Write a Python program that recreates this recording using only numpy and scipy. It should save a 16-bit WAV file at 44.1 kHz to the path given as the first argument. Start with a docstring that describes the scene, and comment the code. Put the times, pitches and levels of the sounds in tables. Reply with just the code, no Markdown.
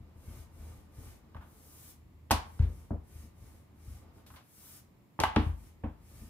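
"""A small, still kitchen, a stereo pair close to a floured board. A wooden rolling pin runs to and fro
over dough: the board rumbles and crushed flour hisses. At 1.3 s the dough is peeled off with a sticky
hiss, turned and slapped down, and the rolling goes on. After 4.2 s it is peeled and slapped down again.
The pin is set back with a knock, thuds as it drops off the dough's edge and makes its last strokes."""
import sys
import numpy as np
from scipy import signal
from scipy.fft import rfft, irfft, next_fast_len
from scipy.io import wavfile
from scipy.ndimage import uniform_filter1d

SR = 44100
rng = np.random.default_rng(int(sys.argv[2]) if len(sys.argv) > 2 else 0)


def generate_wav(signal):
    """Clip the signal to [-1, 1] and save it as 16-bit WAV at the path in sys.argv[1]."""
    frames = np.transpose(np.atleast_2d(signal))
    scaled = np.clip(frames, -1, 1) * 32767
    pcm = np.round(scaled).astype(np.int16)
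    wavfile.write(sys.argv[1], SR, pcm)


N = 277389

# deep modes of the worktop: pitch_hz, level_db, t60_s
WORKTOP_MODES = [(53.1, -4, 0.31), (78.7, 3, 0.26), (102.4, -2, 0.18), (118.2, -17, 0.28)]
# modes of the board lying on it: pitch_hz, level_db, t60_s
BOARD_MODES = [(159.7, -15, 0.33), (215.1, -1, 0.16), (237.4, -4, 0.21), (263, -6.5, .16), (274.5, 1, 0.11),
               (306.4, -0.5, 0.25), (382, -5.5, 0.19), (444, -6, 0.22)]


def gain_of(db):
    """Decibels to gain."""
    return 10 ** (np.asarray(db) / 20)


def unit_rms(x):
    """Scales to an rms of 1."""
    return x / np.sqrt(np.mean(x ** 2) + 1e-20)


def at_level(x, db):
    """Scales a short sound so that its energy per channel, spread over 30 ms, has the given level."""
    energy = np.sum(x ** 2, axis=-1).mean()
    return x * gain_of(db) * np.sqrt(.03 * SR / (energy + 1e-20))


def curve_at(points, hz):
    """Reads a curve on a log-frequency axis."""
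    point_hz, value = np.transpose(points)
    return np.interp(np.log(hz + 1), np.log(point_hz + 1), value)


def add(mix, start_s, sound):
    """Mixes a stereo sound in at a time."""
    part = mix[:, max(round(start_s * SR), 0):][:, :sound.shape[1]]
    part += sound[:, :part.shape[1]]


def colour(x, spectrum, size=4096):
    """Minimum-phase filter with the given spectrum."""
    log_gain = np.log(gain_of(curve_at(spectrum, abs(np.fft.fftfreq(size, 1 / SR)))))
    impulse = np.fft.ifft(np.exp(np.conj(signal.hilbert(log_gain)))).real[:size // 2]
    return signal.fftconvolve(x, np.array(impulse, ndmin=x.ndim), axes=-1)[..., :x.shape[-1]]


def soften(x, hz, order=2):
    """Passes less treble above a corner."""
    return signal.sosfilt(signal.butter(order, min(hz, SR / 2 - 500), fs=SR, output="sos"), x)


def strike(x, hardness_hz):
    """A softer contact lasts longer: it dulls the sound, and a few times higher up it excites nothing."""
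    return soften(soften(x, hardness_hz), hardness_hz * 3.5, order=5)


def ring(modes, rise_s, sign=1):
    """A body answers a blow; with a negative sign, neighbouring modes swing against each other."""
    t = np.arange(SR // 2) / SR
    swings = [sign ** k * gain_of(db - 60 * t / t60) * np.sin(2 * np.pi * hz * t)
              for k, (hz, db, t60) in enumerate(modes)]
    return -np.expm1(-t / rise_s) * sum(swings)  # a heavy body takes a moment to get going


def grains(per_s, spread_db):
    """Random tiny impulses; the wider the spread, the more a few stand out."""
    size = gain_of(spread_db * np.minimum(rng.exponential(1, N), 4))
    return size * rng.choice([-1., 1.], N) * (rng.random(N) < per_s / SR)


def room_tone(air_db=-62.5, shared_below_hz=600, whine_hz=7290, whine_width_hz=360, whine_db=-92):
    """Still air, alike at both microphones in the bass, with a faint narrow hiss high up."""
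    # spectrum of the kitchen air: frequency_hz, gain_db
    air_spectrum = [(20, -5.5), (50, -19), (95, 5), (200, 1.5), (330, -4.5), (450, -13.5), (1100, -17.5),
                    (1450, -27), (2000, -22.5), (3200, -30), (6000, -35.5), (9000, -37), (12500, -32.5),
                    (15500, -33.5)]
    mid, side = rng.standard_normal((2, N))
    side = signal.sosfilt(signal.butter(1, shared_below_hz, "highpass", fs=SR, output="sos"), side)
    air = colour(np.array([mid + side, mid - side]), air_spectrum)
    edges_hz = [whine_hz - whine_width_hz / 2, whine_hz + whine_width_hz / 2]
    band = signal.butter(2, edges_hz, "bandpass", fs=SR, output="sos")
    whine = signal.sosfilt(band, rng.standard_normal((2, N)))
    return gain_of(air_db) * unit_rms(air) + gain_of(whine_db) * unit_rms(whine)


def kitchen_echoes(build_s=0.0018):
    """Echoes from cupboards and walls for one spot on the board, each band dying at its own speed."""
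    # reverberation time: frequency_hz, t60_s
    decay_times = [(100, 1.5), (300, 0.3), (1000, 0.4), (3000, 0.32), (6000, 0.27), (14000, 0.18)]
    # colour of the echoes: frequency_hz, gain_db
    echo_spectrum = [(40, -28.5), (170, -13), (340, -9), (700, -4), (1500, -1.5), (4000, -1.5), (8000, -5),
                     (15000, -1.5)]
    hz, t, bands = signal.stft(rng.standard_normal((2, SR // 2)), SR, nperseg=256)
    t60 = curve_at(decay_times, hz)[:, None]
    decay = 1000 ** (-t / t60) * np.sqrt(2 * np.log(1000) / (t60 * SR))  # equal energy in each band
    bands = bands * decay * gain_of(curve_at(echo_spectrum, hz))[:, None]
    tails = signal.istft(bands, SR, nperseg=256)[1][:, :SR // 2]
    return tails * -np.expm1(-np.arange(SR // 2) / SR / build_s)


def in_kitchen(x, wet_db):
    """A sound on the board reaches both microphones directly and by way of the walls."""
    return x + gain_of(wet_db) * signal.oaconvolve(x[None], kitchen_echoes(), axes=1)[:, :len(x)]


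def stereo_pair(x, left_lead_s=8e-5):
    """The two microphones differ a little in colour, and the sound reaches the left one first."""
    # balance of the pair: frequency_hz, left_minus_right_db
    balance = [(60, 3), (250, -0.5), (1000, -1), (4000, 1.5), (8000, 1), (14000, 3)]
    size = next_fast_len(N + SR // 4)
    hz = np.fft.rfftfreq(size, 1 / SR)
    left = gain_of(curve_at(balance, hz) / 2) * np.exp(1j * np.pi * hz * left_lead_s)
    return irfft(rfft(x, size) * np.array([left, 1 / left]), size)[:, :N]


def contact_burst(fade_s, width=0.71, crack=0.31):
    """A first contact and a cluster of tiny ones die into the room, a little unlike at each microphone."""
    fade = np.exp(-np.arange(SR // 2) / SR / fade_s)
    cluster = (rng.choice([-1., 1.], len(fade)) + width * rng.standard_normal((2, len(fade)))) * fade
    cluster /= np.linalg.norm(cluster[0])
    cluster[:, 0] += crack * np.exp(-fade_s / 0.0051)  # only a brief contact starts with a crack
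    return cluster + kitchen_echoes()


def light_taps():
    """Taps and scuffs of fingers, pin and dough, too light to move the board, and the lingering clack of the
    pin's drop near 5.84 s."""
    # small contacts: start_s, level_db, fade_s
    taps = [(1.347, -57, 0.0051), (1.365, -55.5, 0.011), (1.409, -59, 0.053), (1.421, -61.5, 0.009),
            (4.182, -77, 0.0042), (4.302, -59.5, 0.0093), (4.339, -59.5, 0.014), (4.372, -60.5, 0.022),
            (5.84, -57.5, 0.075)]
    # their colour: frequency_hz, gain_db
    tap_spectrum = [(300, -10), (750, 4.5), (1000, 8), (1600, 3), (2050, -8), (3400, -10), (4500, -23),
                    (9000, -26)]
    out = np.zeros((2, N))
    for start_s, level_db, fade_s in taps:
        add(out, start_s, at_level(colour(contact_burst(fade_s), tap_spectrum), level_db))
    return out


def dough_peeling(trim_db=-6.5, drag_power=1.42, let_go_s=0.015):
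    """Countless small bonds let go as the dough is dragged off the board, ever faster until it is free."""
    # tugs and peels: start_s, full_drag_s, free_s, relative_db
    peels = [(1.322, 1.883, 1.905, -51.5), (4.247, 4.32, 4.36, -60.5), (4.377, 4.66, 4.775, -51.5)]
    # colour of the sticky hiss: frequency_hz, gain_db
    sticky_spectrum = [(300, -13), (1000, -4.5), (2000, -10), (3200, -9.5), (5000, -6), (7000, -1.5),
                       (10000, 0), (12500, -0.5), (15500, -2.5)]
    t, envelope = np.arange(N) / SR, np.zeros(N)
    for start_s, full_drag_s, free_s, relative_db in peels:
        drag = np.interp(t, [start_s, full_drag_s], [0, 1])
        release = np.exp(-np.maximum(t - free_s, 0) / let_go_s)
        envelope += gain_of(relative_db) * drag ** drag_power * release
    hiss = unit_rms(colour(grains(per_s=17000, spread_db=2.5), sticky_spectrum))
    return gain_of(trim_db) * hiss * envelope


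def slaps_and_clicks():
    """Short bright noise bursts: dough slaps, finger clicks and scuffs, and the crack of the pin's knock."""
    # bright contacts: start_s, level_db, fade_s, brightness_hz
    bursts = [(2.301, -58, 0.006, 2490), (2.3084, -37, 0.0069, 13600), (2.3132, -29.5, 0.0047, 10200),
              (2.592, -52, 0.064, 1800), (2.622, -55.5, 0.033, 2540), (4.264, -59, 0.031, 15100),
              (4.36, -57, 0.041, 3560), (5.2016, -36.5, 0.0018, 9900), (5.2361, -43, 0.0048, 11600),
              (5.3612, -37.5, 0.0021, 3000)]
    # their colour: frequency_hz, gain_db
    burst_spectrum = [(200, -6), (600, 0.5), (1500, -5), (2500, -5), (4500, -3), (7000, -6.5),
                      (12000, -4.5), (16000, -8.5)]
    out = np.zeros((2, N))
    for start_s, level_db, fade_s, brightness_hz in bursts:
        burst = colour(contact_burst(fade_s), burst_spectrum)
        add(out, start_s, at_level(soften(burst, brightness_hz), level_db))
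    return out


def rim_bumps(hardness_hz=298):
    """Pin or hand presses over the dough's rim; it cushions them, so only worktop and board answer."""
    # soft bumps: start_s, worktop_boom_db, board_thud_db
    bumps = [(0.002, -46.5, -60.5), (0.154, -49, -65), (0.276, -42.5, -55.5), (0.368, -45.5, -62),
             (0.604, -45, -64), (0.981, -41.5, -57), (1.061, -43.5, -65.5), (3.154, -47, -70),
             (3.235, -47, -58.5), (3.419, -47.5, -61), (3.876, -42.5, -61), (4.305, -53.5, -60),
             (6.213, -46.5, -52.5)]
    out = np.zeros((2, N))
    worktop = strike(ring(WORKTOP_MODES, rise_s=0.0037), hardness_hz)
    board = strike(ring(BOARD_MODES, rise_s=0.004, sign=-0.76), hardness_hz)
    for start_s, boom_db, thud_db in bumps:
        add(out, start_s, at_level(worktop, boom_db) + in_kitchen(at_level(board, thud_db), wet_db=2))
    return out


def board_knocks():
    """Pin or dough lands: each blow booms in the worktop, thuds in the board, rings the wood and clacks."""
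    # blows: start_s, boom_db, thud_db, ring_db, clack_db, clack_fade_s, hardness_hz
    blows = [(1.353, -42, -56, -59.5, -56.5, 0.011, 690), (2.308, -27, -34.5, -27, -28, 0.022, 1490),
             (2.596, -18, -46, -76, -41.5, 0.082, 198), (2.627, -30, -47.5, -74, -62, 0.022, 90.5),
             (2.906, -30.5, -37, -59, -40, 0.027, 484), (5.190, -54, -48, -37.5, -36.5, 0.0036, 770),
             (5.202, -35.5, -50, -39.5, -33, 0.014, 1300), (5.2358, -34.5, -48, -24.5, -32, 0.0056, 2550),
             (5.362, -23, -24, -33, -29.5, 0.0053, 1440), (5.46, -26, -62, -75, -35.5, .02, 97),
             (5.494, -37, -55.5, -70.5, -51, 0.015, 100), (5.836, -33.5, -37.5, -56, -42, 0.03, 810)]
    # higher, wooden modes of board and pin: pitch_hz, level_db, t60_s
    wood_modes = [(691, -14, 0.089), (759, -5.5, 0.11), (851, -9.5, 0.14), (881.5, -2, 0.13),
                  (908, 4.5, 0.049), (985, -8.5, 0.18), (1087, -5.5, 0.15), (1144, -7, .12),
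                  (1301, -13, 0.13), (1562, 1, 0.031), (1623, -9.5, 0.028), (1994, -2, 0.032),
                  (2930, 1.5, 0.024)]
    # colour of the clack: frequency_hz, gain_db
    clack_spectrum = [(100, -6), (250, -3), (500, -2), (900, -2.5), (1400, -7), (2000, -7), (3200, -0.5),
                      (5000, -8), (8000, -5.5), (15000, -5.5)]
    out = np.zeros((2, N))
    worktop, wood = ring(WORKTOP_MODES, rise_s=0.005), ring(wood_modes, rise_s=0.0006)
    board = ring(BOARD_MODES, rise_s=0.0021, sign=-0.87)
    for start_s, boom_db, thud_db, ring_db, clack_db, clack_fade_s, hardness_hz in blows:
        boom = at_level(strike(worktop, hardness_hz), boom_db)  # close to the microphones, so dry
        thud = at_level(strike(board, hardness_hz * 0.36), thud_db)  # the board feels only the slow push
        ringing = at_level(strike(wood, hardness_hz), ring_db)
        add(out, start_s, boom + in_kitchen(thud, wet_db=-7.5) + in_kitchen(ringing, wet_db=-2))
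        clack = colour(contact_burst(clack_fade_s), clack_spectrum)
        add(out, start_s, at_level(strike(clack, hardness_hz), clack_db))
    return out


def handling_gains(ease_s=0.053):
    """Rumble and rub gains of quiet handling; the rubbing stops while the dough hangs in the air."""
    # stretches of handling: start_s, end_s, rumble_db, rub_db
    stretches = [(0, 1.92, -60.5, -69.5), (1.95, 2.45, -57, -81), (2.40, 4.1, -60.5, -73),
                 (3.95, 4.36, -63.5, -70), (4.55, 5.02, -66.5, -79), (5.55, 6.29, -59.5, -74)]
    t, gains = np.arange(N) / SR, np.zeros((2, N))
    for start_s, end_s, *levels_db in stretches:
        eased = np.clip(.5 + np.minimum(t - start_s, end_s - t) / ease_s, 0, 1)
        gains += gain_of(levels_db)[:, None] * eased
    return gains


def stroke_gains(flour_power=1.74, rumble_power=2.2, rub_power=2.26):
    """Flour, rumble and rub gains grow as powers of the pin's speed, from rest to rest in each stroke."""
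    # one-way strokes, relative levels: start_s, fastest_s, end_s, flour_db, rumble_db, rub_db
    strokes = [(0.108, 0.357, 0.49, -65.5, -52, -64), (0.47, 0.634, 0.92, -69, -48.5, -63.5),
               (0.874, 1.048, 1.22, -65, -49, -64), (2.36, 2.53, 2.8, -72, -55, -71.5),
               (2.56, 2.77, 2.93, -72, -51, -70.5), (2.994, 3.20, 3.316, -67, -52.5, -70.5),
               (3.315, 3.445, 3.7, -71, -53, -70.5), (3.718, 3.914, 4.07, -68, -50.5, -71.5),
               (4.104, 4.17, 4.25, -77.5, -62, -65.5), (5.30, 5.417, 5.6, -70.5, -51, -68),
               (5.498, 5.644, 5.75, -70.5, -59, -75), (5.947, 6.194, 6.4, -66, -54.5, -71)]
    powers = np.array([flour_power, rumble_power, rub_power])[:, None]
    t, gains = np.arange(N) / SR, np.zeros((3, N))
    for start_s, fastest_s, end_s, *levels_db in strokes:
        speed = abs(np.sin(np.interp(t, [start_s, fastest_s, end_s], [0, np.pi / 2, np.pi])))
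        gains = np.hypot(gains, gain_of(levels_db)[:, None] * speed ** powers)
    return gains


def rolling_pin(board_db=-9, rub_trim_db=1, flour_trim_db=1):
    """Lumps in the dough jog board and worktop; hands rub the pin; flour grains are crushed under it."""
    # colour of palms on wood: frequency_hz, gain_db
    rub_spectrum = [(100, -11.5), (220, 9), (330, 6), (480, -0.5), (1000, -4), (1600, -15), (2500, -20.5),
                    (5000, -23.5), (15000, -47.5)]
    # colour of crushed flour: frequency_hz, gain_db
    flour_spectrum = [(300, -26), (1000, -3.5), (2000, -0.5), (3200, -4.5), (5000, -2.5), (7000, 1.5),
                      (10000, 2), (13000, -1.5), (15500, -5.5)]
    lumps = soften(grains(per_s=110, spread_db=1.0), hz=142)
    response = ring(WORKTOP_MODES, rise_s=0.0036) + gain_of(board_db) * ring(BOARD_MODES, rise_s=0.01)
    rumble = unit_rms(signal.oaconvolve(lumps, response)[:N])
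    rumble /= np.sqrt(abs(uniform_filter1d(rumble ** 2, size=3000)) + 1e-6)  # evens out chance swells
    rub = unit_rms(colour(grains(per_s=2900, spread_db=0), rub_spectrum))
    flour = unit_rms(colour(grains(per_s=17000, spread_db=4.5), flour_spectrum))
    stroke_flour, stroke_rumble, stroke_rub = stroke_gains()
    handling_rumble, handling_rub = handling_gains()
    return (rumble * np.hypot(stroke_rumble, handling_rumble)
            + rub * np.hypot(gain_of(rub_trim_db) * stroke_rub, handling_rub)
            + flour * gain_of(flour_trim_db) * stroke_flour)


def scene():
    """The work on the board as the pair hears it, over the still air of the kitchen."""
    contacts = board_knocks() + rim_bumps() + slaps_and_clicks() + light_taps()
    rolling_and_peeling = in_kitchen(rolling_pin() + dough_peeling(), wet_db=6.5)
    return stereo_pair(contacts + rolling_and_peeling) + room_tone()


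def record(dry):
    """The microphones drop the deepest bass and the highest treble."""
    low_cut_hz, high_cut_hz = 37, 15600
    thinned = signal.sosfilt(signal.butter(3, low_cut_hz, "highpass", fs=SR, output="sos"), dry)
    high_cut = signal.firwin(301, high_cut_hz, window=("kaiser", 9), fs=SR)
    return signal.oaconvolve(thinned, high_cut[None], "same")


dry = scene()
out = record(dry)
generate_wav(out)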